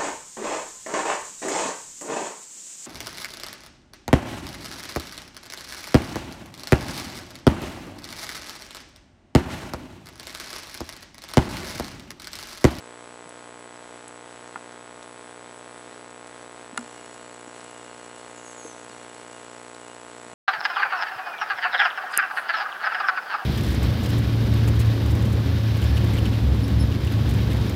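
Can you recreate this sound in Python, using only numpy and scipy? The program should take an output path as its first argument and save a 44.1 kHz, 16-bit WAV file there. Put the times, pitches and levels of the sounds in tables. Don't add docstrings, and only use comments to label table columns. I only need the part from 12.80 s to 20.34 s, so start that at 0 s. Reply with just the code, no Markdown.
import sys
import numpy as np
from scipy import signal
from scipy.fft import rfft, irfft, next_fast_len
from scipy.io import wavfile
from scipy.ndimage import uniform_filter1d, map_coordinates

SR = 44100
rng = np.random.default_rng(int(sys.argv[2]) if len(sys.argv) > 2 else 0)


def wrap_up_sound(samples):
    columns = np.atleast_2d(samples).T
    tamed = np.clip(columns, -1, 1)
    steps = np.round(tamed * 32767).astype(np.int16)
    wavfile.write(sys.argv[1], SR, steps)


N = 332514

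FRAME_HZ, BAND_LIMIT_HZ = 59.94, 11040
MOTOR_START_S = 3.985
# t/s into the frame, relative supply current step
LOAD_STEPS = [(.00331, .054), (.00857, -.105), (.00892, .01), (.01057, -.013), (.0145, .014)]


def amp(db):
    return 10 ** (np.asarray(db) / 20)


def unit(x):
    return x / np.sqrt(np.mean(x ** 2) + 1e-20)


def clock():
    return np.arange(N) / SR


def wobble(rate_hz):
    knots = rng.standard_normal(int(N * rate_hz / SR) + 4)
    return map_coordinates(knots, [np.arange(N) * rate_hz / SR])


def filtered(x, response):
    size = next_fast_len(len(x) + 8192)
    return irfft(rfft(x, size) * response(np.fft.rfftfreq(size, 1 / SR)), size)[:len(x)]


def noise(spectrum):
    f, db = np.transpose(spectrum)
    white = rng.standard_normal(N) * np.sqrt(SR / 2)
    return filtered(white, lambda hz: amp(np.interp(np.log(hz + 1), np.log(f), db)))


def resonance(hz, centre_hz, width_hz):
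    return 1j * hz * width_hz / (centre_hz ** 2 - hz ** 2 + 1j * hz * width_hz)


def band(centre_hz, width_hz):
    return unit(filtered(rng.standard_normal(N), lambda hz: resonance(hz, centre_hz, width_hz) ** 2))


def fade(t, t60_s):
    return np.exp(-np.log(1000) * t / t60_s)


def add(track, start_s, sound):
    part = track[max(round(start_s * SR), 0):][:len(sound)]
    part += sound[:len(part)]


def water():
    # f/Hz, density/dB
    spectrum = [(28, -106), (120, -91), (190, -90.5), (300, -83.5), (430, -81.5), (600, -81), (1000, -85),
                (2000, -88.5), (2850, -92.5), (3350, -90.5), (4900, -97), (6700, -95.5), (8000, -99),
                (9500, -97), (11000, -96)]
    return noise(spectrum) * amp(0.61 * wobble(2.29) + 0.64 * wobble(10))


def gulps(rise_s=0.0018, bass_cut_hz=130):
    # t/s, relative level/dB, f/Hz, t60/s
    bumps = [(0.457, -38, 170, 0.038), (1.763, -37, 230, 0.031), (3.9302, -30.5, 254, .035),
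             (3.984, -32.5, 241, 0.21), (4.674, -32.5, 288, 0.023), (5.847, -34.5, 310, 0.075),
             (5.851, -34, 465, 0.11), (6.10, -45, 220, 0.067), (7.463, -39, 230, 0.025),
             (7.528, -36, 221, 0.028)]
    out, t = np.zeros(N), np.arange(SR // 3) / SR
    for start_s, db, hz, t60_s in bumps:
        envelope = fade(t, t60_s) * (1 - np.exp(-t / rise_s))
        add(out, start_s, 1.4 * amp(db) * envelope * np.sin(2 * np.pi * hz * t))
    return signal.sosfilt(signal.butter(2, bass_cut_hz, "high", fs=SR, output="sos"), out)


def shrimp(far_count=60, far_db=-52, t60_s=0.019, width_ratio=0.41):
    # t/s, level/dB, f/Hz
    near = [(.4925, -38, 9800), (1.2802, -36, 9500), (1.675, -44, 6800), (2.2265, -41, 3100),
            (2.23, -44, 7000), (2.788, -43, 10000), (3.305, -44, 6800), (3.472, -41, 8000),
            (4.806, -44, 4500), (6.946, -43, 4300)]
    far = [(when * N / SR, far_db + 7 * nearness ** 2, 5000 + 5000 * pitch)
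           for when, nearness, pitch in rng.random((far_count, 3))]
    out, t = np.zeros(N), np.arange(SR // 40) / SR
    for start_s, db, centre_hz in near + far:
        white = rng.standard_normal(len(t))
        burst = unit(filtered(white, lambda hz: resonance(hz, centre_hz, width_ratio * centre_hz)))
        add(out, start_s, amp(db) * burst * fade(t, t60_s))
    return out


def squeaks(attack_s=0.0062, release_share=.45, linger=.8, swell_db=6):
    # t/s, length/s, middle f/Hz, fall per half/ratio, level/dB, pitch waver/ratio
    glides = [(5.564, 0.11, 7000, .01, -50, .04), (5.64, .09, 8850, .03, -58, .022),
              (5.65, .09, 6560, .035, -50, .008), (5.71, .055, 7680, .01, -49.5, .009),
              (5.762, .195, 6420, .13, -45.5, .007), (5.95, .055, 6300, -.08, -56, .022),
              (6.003, .055, 6650, .045, -55.5, .025), (6.08, .04, 4850, .005, -59, .014),
              (6.112, .019, 4340, .003, -48.5, .008)]
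    out, t = np.zeros(N), clock()
    hiss = amp(-9) * band(6650, 1800) + amp(-13) * band(10600, 900)
    for start_s, length_s, middle_hz, fall, db, waver in glides:
        progress = np.clip((t - start_s) / length_s, 0, 1)
        side = 2 * progress - 1
        hz = middle_hz * (1 - fall * side * (1 - linger * (1 - side ** 2)))
        phase = 2 * np.pi * np.cumsum(hz * (1 + waver * wobble(700))) / SR
        tone = amp(3 * wobble(160)) * np.sin(phase)
        attack = np.clip((t - start_s) / attack_s, 0, 1)
        release = np.minimum((1 - progress) / release_share, 1)
        out += attack * release * amp(db + swell_db * (progress - .5)) * (tone + hiss)
    return out


def sizzle(centre_hz=9400, width_hz=600, base_db=-67, drop_db=3):
    # start/s, end/s, boost/dB
    surge = (2.2, 3.2, 2.2)
    start_s, end_s, surge_db = surge
    t = clock()
    db = base_db + surge_db * ((t > start_s) & (t < end_s)) - drop_db * (t > MOTOR_START_S)
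    return band(centre_hz, width_hz) * amp(uniform_filter1d(db, size=4096) + 2.7 * wobble(18))


def whine(half_line_hz=7867, db=-50.0, late_db=-4, rest_db=-14):
    rest_s, start_s, late_s = LOAD_STEPS[0][0], LOAD_STEPS[1][0], LOAD_STEPS[-1][0]
    t = clock() - start_s
    within_s = t % (1 / FRAME_HZ)
    stages = [within_s < late_s - start_s, within_s < 1 / FRAME_HZ + rest_s - start_s]
    gate = uniform_filter1d(amp(np.select(stages, [0, late_db], rest_db)), size=20)
    tone = np.sin(2 * np.pi * half_line_hz * (t % (2 / FRAME_HZ)))
    return amp(db + .4 * wobble(20)) * gate * tone


def buzz(low_hz=170, low_width_hz=314, couple_hz=807, smooth_hz=1412, growth_db_per_s=0.16):
    t, size = clock(), 2048
    hz = np.arange(1, int(BAND_LIMIT_HZ / FRAME_HZ)) * FRAME_HZ
    edges = sum(step * np.exp(-2j * np.pi * hz * at_s) for at_s, step in LOAD_STEPS)
    supply = edges * FRAME_HZ / (2j * np.pi * hz)
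    bass_cut = resonance(hz, low_hz, low_width_hz) * 1j * hz / low_width_hz
    coupling = 1j * hz / (couple_hz + 1j * hz) / (1 + 1j * hz / smooth_hz)
    one_frame = irfft(np.r_[0, supply * bass_cut * coupling], size) * size
    ticks = np.interp(t * FRAME_HZ, np.arange(size) / size, one_frame, period=1)
    return ticks * amp(growth_db_per_s * (t - t.mean()) + 0.26 * wobble(25))


def motor(nudge_s=.0053, rise_s=0.00037, t60_s=0.0066, jolt_db=12, settle_s=0.038, ease_db_per_s=0.8):
    # f/Hz, relative density/dB
    spectrum = [(1500, -102), (3000, -85), (4300, -93), (5500, -81), (6050, -92), (7100, -74.5),
                (7900, -79.5), (9700, -87.5), (10800, -79)]
    # f/Hz, width/Hz, relative level/dB
    modes = [(2850, 66, -63), (4320, 48, -68.5), (5720, 73, -72), (6820, 83, -69), (7230, 67, -69)]
    t = clock()
    frame, since_s = np.divmod(t - nudge_s, 1 / FRAME_HZ)
    running_s = np.maximum(t - MOTOR_START_S, 0)
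    scatter_db = 2.5 * rng.standard_normal(int(frame.max()) + 2)[frame.astype(int)]
    strength = amp(jolt_db * np.exp(-running_s / settle_s) + scatter_db)
    rasp = 1.7 * noise(spectrum) * strength * fade(since_s, t60_s) * (1 - np.exp(-since_s / rise_s))
    ring = sum(amp(db + 3 * wobble(7)) * band(hz, width_hz) for hz, width_hz, db in modes)
    return (rasp + ring * amp(0.5 - ease_db_per_s * running_s)) * (t > MOTOR_START_S)


def knocks(rise_s=0.00079, crack_t60_s=0.012):
    # t/s, ring level/dB, crack level/dB, softness cut-off/Hz
    contacts = [(1.7576, -24, -66, 1750), (3.9738, -58, -41, 4000), (3.976, -21.5, -20.5, 9000)]
    # f/Hz, relative level/dB, t60/s
    modes = [(427, -10.5, 0.031), (783, -9.5, 0.052), (964, -3, 0.025), (1215, -2, 0.031),
             (1410, 1.5, 0.034), (1750, -3.5, .02), (2094, -1.5, 0.021), (2590, -9, .018),
             (2830, -7, 0.027), (3290, -19, 0.02), (4300, -14, 0.019)]
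    # f/Hz, relative level/dB
    spectrum = [(300, -14), (1200, -9), (2400, 0.5), (4200, -1), (5000, -10), (6000, -10), (7000, 2),
                (8300, -6), (9800, 0.5), (11000, -13)]
    out, t = np.zeros(N), np.arange(SR // 5) / SR
    swell = 1 - np.exp(-t / rise_s)
    for start_s, ring_db, crack_db, cutoff_hz in contacts:
        ring = np.zeros(len(t))
        for k, (hz, db, t60_s) in enumerate(modes):
            gain = amp(db + rng.normal(0, 1)) / np.sqrt(1 + (hz / cutoff_hz) ** 6)
            ring += (-1) ** k * gain * fade(t, t60_s) * np.sin(2 * np.pi * hz * t)
        crack = unit(noise(spectrum))[:len(t)] * fade(t, crack_t60_s)
        add(out, start_s, amp(ring_db) * ring * swell + amp(crack_db) * crack)
    return out


def scene():
    camera = buzz() + whine() + sizzle() + motor() + knocks()
    sea = water() + gulps() + shrimp() + squeaks()
    return (camera + sea)[None]


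def record(dry):
    return filtered(dry[0], lambda hz: 1 / np.sqrt(1 + (hz / BAND_LIMIT_HZ) ** 600))[None]


dry = scene()
out = record(dry)
wrap_up_sound(out)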